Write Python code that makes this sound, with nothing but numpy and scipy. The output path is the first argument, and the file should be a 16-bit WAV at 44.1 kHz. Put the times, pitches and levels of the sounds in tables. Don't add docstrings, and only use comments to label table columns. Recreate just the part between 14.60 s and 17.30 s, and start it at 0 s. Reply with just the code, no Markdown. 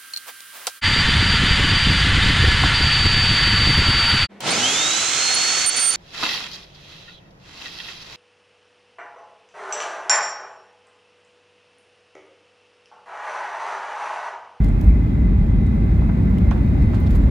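import sys
import numpy as np
from scipy import signal
from scipy.fft import rfft, irfft
from scipy.io import wavfile
from scipy.ndimage import uniform_filter1d, map_coordinates

SR = 44100
rng = np.random.default_rng(int(sys.argv[2]) if len(sys.argv) > 2 else 0)


def file_out(sig):
    cols = np.atleast_2d(sig).T
    lim = np.clip(cols, -1, 1)
    pcm = np.round(lim * 32767).astype(np.int16)
    wavfile.write(sys.argv[1], SR, pcm)


N = 119070
T = np.arange(N) / SR
FREQS = np.maximum(np.arange(N // 2 + 1) * SR / N, 1)

# (time [s], length [s], pitch [Hz], level [dB])
SQUEAKS = [(.28, .045, 2310, -51), (1.665, .065, 12550, -70), (2.612, .026, 7650, -67)]
# (time [s], length [s], level [dB], tilt [dB/octave])
CHATTER_SPELLS = [(0.005, 0.11, -55.5, 4), (0.17, .16, -62, 13.5), (2.313, 0.093, -54.5, -2.5),
                  (2.382, 0.14, -55, -1), (2.485, 0.1, -55.5, 3)]
# (frequency [Hz], relative level [dB])
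CHATTER_EQ = [(1000, -2.5), (3000, 17.5), (7000, 2), (9000, -1), (12000, -5), (15500, -16)]
# (time [s], level [dB], left minus right [dB], tilt [dB/octave],
# ring pitch [Hz], ring against snap [dB], decay T60 [s])
TICKS = [ (.0445, -44.5, -4, 3, 4500, -9, .011), (.0875, -48.5, 1, -6, 7400, -7, .010),
         (.2125, -43, -5, 3, 5600, -8, .009), (.244, -50, -6, 7, 12000, -11.5, .009),
         (1.066, -51, 7, -3, 7200, -8, .012), (1.412, -49, 0, -7, 3300, -3, .012),
         (1.7835, -47, -5, 4, 3250, 4.5, .010), (1.847, -56, 1, 6, 12000, -9, .012),
         (2.222, -49, -3, -2, 7400, -9, .014), (2.344, -46, -2, -4, 4000, -6, .05),
         (2.401, -53, 3, 9, 12000, -6, .03), (2.466, -47, -3, -7, 3800, -3, .02),
         (2.472, -44, -4, -5, 3800, -3, .018), (2.506, -48.5, -2, 1, 14500, -12, .028),
         (2.551, -46.5, -1, -1.5, 11300, -9, .02), (2.5565, -47, -1, -2, 7800, -8, .012),
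         (2.561, -50, -1, 2, 11200, -2, .02), (2.635, -55, 6, 4, 10000, -8, .012)]
# (frequency [Hz], relative level [dB])
SNAP_EQ = [(1500, -17.5), (3000, 1), (4200, 3), (5600, -5), (7500, 0), (8800, -9), (11500, -5),
           (15500, -10)]
# (time [s], level [dB], body left minus right [dB], crack gain [dB],
# body tilt [dB/octave])
KNOCKS = [ (1.417, -34.5, -2, -22, -7), (1.490, -33, -2, -28, -2), (1.911, -27.5, -8.5, -3, 2.5),
          (1.926, -37, 0, -14, 1.5), (1.944, -39, -8, -14, -9), (1.959, -35.5, -8, -19, -0.5),
          (1.974, -38.5, -9, -20, 3), (2.331, -32, -10, -24, 0.5), (2.547, -31, -7, -19, -8.5)]
# (frequency [Hz], width [Hz], relative level [dB])
PANEL_MODES = [(556, 100, 3.5), (730, 280, 4.5), (870, 250, 3.5), (1290, 340, -0.5), (1480, 220, -3.5),
               (2280, 410, -14), (3450, 400, -18.5)]
# (frequency [Hz], relative level [dB])
CRACK_EQ = [(1200, -1.5), (2400, 5), (3300, 3), (4500, -5.5), (5600, -1), (7200, -8.5), (8500, -26),
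            (15000, -30)]
# (time [s], level [dB])
FAN_LEVEL = [(0, -50.5), (.3, -54.5), (.37, -48), (.44, -55.5), (.62, -53), (.85, -52.5), (1.15, -51.5),
             (1.8, -52.5), (1.89, -50), (2.05, -55.5), (2.3, -48.5), (2.37, -52), (2.43, -50.5),
             (2.7, -54.5)]
# (pitch [Hz], width [Hz], level [dB], left minus right [dB])
COMPRESSOR_BANDS = [(2498, 80, -63, -3), (3303, 220, -67.5, 5.5), (3844, 130, -68, -3.5)]
# (time [s], level [dB])
WHISTLE_LEVEL = [(0, -88), (1.45, -83.5), (1.75, -78.5), (2.35, -80.5), (2.7, -85)]
# (frequency [Hz], relative level [dB])
ROAR_EQ = [(200, -2.5), (380, 0), (490, -2), (590, 3), (720, -3), (950, -4), (1350, -5.5), (1750, -10.5),
           (2200, -11), (2600, -17), (2950, -18.5), (4200, -27.5), (5200, -27), (6000, -34), (7400, -31.5),
           (8200, -37.5), (15500, -37)]
# (frequency [Hz], left minus right [dB])
ROAR_BALANCE = [(200, -2), (390, 5.5), (500, -5.5), (580, -7.5), (800, -1), (1050, -7.5), (1400, -5.5),
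                (1750, -8), (2100, 4.5), (2800, -1.5), (7000, 2.5), (12000, -0.5)]
# (frequency [Hz], likeness [0-1])
ROAR_LIKENESS = [(250, 1), (340, 0.02), (800, 0.6), (950, 0), (1350, 1), (1700, 1), (2400, 0.2),
                 (3000, 0.97), (8000, 0)]
# (frequency [Hz], lead [s])
ROAR_LEAD = [(700, 0.0000798), (1100, 0.000475)]
# (time [s], gain [dB])
ROAR_RIDE = [(0, 1.5), (.9, -0.5), (1.4, 1.5), (1.85, 2), (2.1, 2.5), (2.7, 3.5)]
# (frequency [Hz], width [Hz], relative level [dB])
RUMBLE_MODES = [(98, 18, 2), (150.2, 28, -4.5), (188.3, 16.2, -3), (211.6, 12.6, -6), (242.7, 44, -10),
                (292, 69, -17), (373, 61, -23)]
# (frequency [Hz], left minus right [dB])
RUMBLE_BALANCE = [(100, -0.5), (230, 0.5), (370, 3.0)]
# (frequency [Hz], likeness [0-1])
RUMBLE_LIKENESS = [(100, 0.91), (220, 1.0), (290, 0.73), (350, 0.36)]
# (time [s], level [dB])
RUMBLE_LEVEL = [(0, -18.5), (.38, -20), (.5, -19), (1.0, -18.5), (1.5, -18.5), (1.6, -16.5), (1.82, -17.5),
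                (1.93, -19.5), (2.04, -17.5), (2.7, -18.5)]
# (frequency [Hz], width [Hz], relative level [dB])
BOOM_MODES = [(43.6, 17, -2.5), (48, 4.8, 1.5), (61, 9.8, 2)]
# (frequency [Hz], gain [dB])
BOOM_LOW_CUT = [(24, -13.5), (33, -10), (40, -0.5)]
# (time [s], level [dB])
BOOM_LEVEL = [(0, -15), (.15, -16), (.21, -22.5), (.28, -7.5), (.38, -14.5), (.44, -19.5), (.57, -19),
              (.63, -14.5), (.8, -16.5), (.92, -15.5), (1.2, -19), (1.4, -14), (1.55, -23), (1.66, -18.5),
              (1.76, -18), (1.85, -13.5), (2.0, -19), (2.14, -16.5), (2.28, -12), (2.37, -23),
              (2.45, -16.5), (2.66, -13)]


def amp(db):
    return 10 ** (np.asarray(db) / 20)


def unit(x):
    return x / np.sqrt(np.mean(x ** 2))


def over_freq(points):
    hz, values = np.array(points).T
    return np.interp(np.log(FREQS), np.log(hz), values)


def fader(points):
    return amp(np.interp(T, *np.array(points).T))


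def eq(points, tilt_db=0):
    return amp(over_freq(points) + tilt_db * np.log2(FREQS))


def resonances(modes):
    return np.sqrt(sum(amp(db) ** 2 / (1 + ((FREQS - hz * hz / FREQS) / (1.55 * width)) ** 2) ** 2
                       for hz, width, db in modes))


def pan(db):
    gains = amp(np.array([[1], [-1]]) * db / 2)
    return gains / np.sqrt(np.mean(gains ** 2, axis=0))


def noise(gain, likeness=0, lead_rad=0):
    mid, side = rfft(rng.standard_normal((2, N)))
    sign = np.array([[1], [-1]])
    stereo = np.sqrt(1 + likeness) * mid + sign * np.sqrt(1 - likeness) * side
    return unit(irfft(gain * stereo * np.exp(1j * sign * lead_rad / 2), N))


def band(hz, width_hz, likeness, lead_rad=0):
    return noise(resonances([(hz, width_hz, 0)]), likeness, lead_rad)


def wander(hz):
    return noise(1 / (1 + (FREQS / hz) ** 4))[0]


def steady(x, share):
    power = uniform_filter1d(np.mean(np.abs(signal.hilbert(x)) ** 2, axis=0), size=2600)
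    return unit(x / power ** (share / 2))


def swell(start, length):
    return np.sin(np.pi * np.clip((T - start) / length, 0, 1))


def strike(start, attack_s, t60):
    age = np.maximum(T - start, 0)
    direct = amp(-60 * age / t60)
    tail = amp(-1.5 - 60 * age / (2.381 * t60))
    return (1 - np.exp(-age / attack_s)) * np.hypot(direct, tail)


def squeaks():
    return sum(band(hz, width_hz=95, likeness=0.79) * swell(start, length) * amp(db)
               for start, length, hz, db in SQUEAKS)


def chatter(contacts_per_s=750, grain_s=0.0018):
    out = 0
    for start, length, db, tilt_db in CHATTER_SPELLS:
        contacts = (rng.random(N) < contacts_per_s / SR) * rng.standard_normal((2, N))
        energy = signal.lfilter([1], [1, -np.exp(-1 / (grain_s * SR))], contacts ** 2)
        grains = np.sqrt(energy) * rng.standard_normal((2, N))
        rattle = unit(irfft(rfft(grains) * eq(CHATTER_EQ, tilt_db), N))
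        out += rattle * swell(start, length) * amp(db)
    return out


def ticks():
    out = 0
    for start, db, side_db, tilt_db, ring_hz, ring_db, t60 in TICKS:
        snap = noise(eq(SNAP_EQ, tilt_db), likeness=0.74)
        ring = band(ring_hz, 0.24 * ring_hz, likeness=1) * amp(ring_db)
        out += (snap + ring) * strike(start, 0.000043, t60) * amp(db) * pan(side_db)
    return out


def knocks():
    out = 0
    for start, db, side_db, crack_db, tilt_db in KNOCKS:
        body = noise(resonances(PANEL_MODES) * amp(tilt_db * np.log2(FREQS)), likeness=0.48)
        body *= strike(start + 0.00053, attack_s=0.0018, t60=0.042)
        crack = noise(eq(CRACK_EQ), likeness=0.29)
        crack *= strike(start - 0.001, attack_s=0.00063, t60=0.0078)
        out += amp(db) * (1.33 * body * pan(side_db) + amp(crack_db) * crack * pan(1.7))
    return out


def whistle():
    return band(hz=12750, width_hz=200, likeness=0.5) * fader(WHISTLE_LEVEL)


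def whine(waver_share=0.007, swell_db=2):
    fan = band(hz=2053, width_hz=61, likeness=0.71, lead_rad=0.35) * fader(FAN_LEVEL) * pan(2.5)
    compressor = 0
    for hz, width, db, side_db in COMPRESSOR_BANDS:
        note = band(hz, width, likeness=0.71, lead_rad=0.62)
        compressor += note * amp(db + swell_db * wander(hz=4)) * pan(side_db)
    drift = wander(hz=4)
    playhead = np.cumsum(1 + waver_share * (drift - drift.mean()))
    return np.array([map_coordinates(side, [playhead], mode="mirror") for side in fan + compressor])


def roar():
    lead_rad = 2 * np.pi * FREQS * over_freq(ROAR_LEAD)
    rush = noise(eq(ROAR_EQ) * pan(over_freq(ROAR_BALANCE)), over_freq(ROAR_LIKENESS), lead_rad)
    hollow_note = band(hz=797, width_hz=40, likeness=0.42)
    return rush * amp(-40.5) * fader(ROAR_RIDE) + hollow_note * amp(-53.5)


def wheels():
    boom = noise(resonances(BOOM_MODES) * eq(BOOM_LOW_CUT), likeness=1)
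    boom = steady(boom, share=0.7) * fader(BOOM_LEVEL)
    rumble_tone = resonances(RUMBLE_MODES) * pan(over_freq(RUMBLE_BALANCE))
    rumble = noise(rumble_tone, over_freq(RUMBLE_LIKENESS), lead_rad=-0.19)
    rumble = steady(rumble, share=0.41) * fader(RUMBLE_LEVEL)
    sway = band(hz=22.8, width_hz=4.7, likeness=0.99) * amp(-47)
    return boom + rumble + sway


def scene():
    return wheels() + roar() + whine() + whistle() + knocks() + ticks() + chatter() + squeaks()


def record(dry, fade_s=0.004, top_hz=15800):
    to_edge = np.minimum(T, T[-1] - T)
    fade = np.sin(np.pi / 2 * np.minimum(to_edge / fade_s, 1)) ** 2
    high_cut = signal.ellip(10, 0.1, 80, top_hz, fs=SR, output="sos")
    return signal.sosfilt(high_cut, dry * fade)


dry = scene()
out = record(dry)
file_out(out)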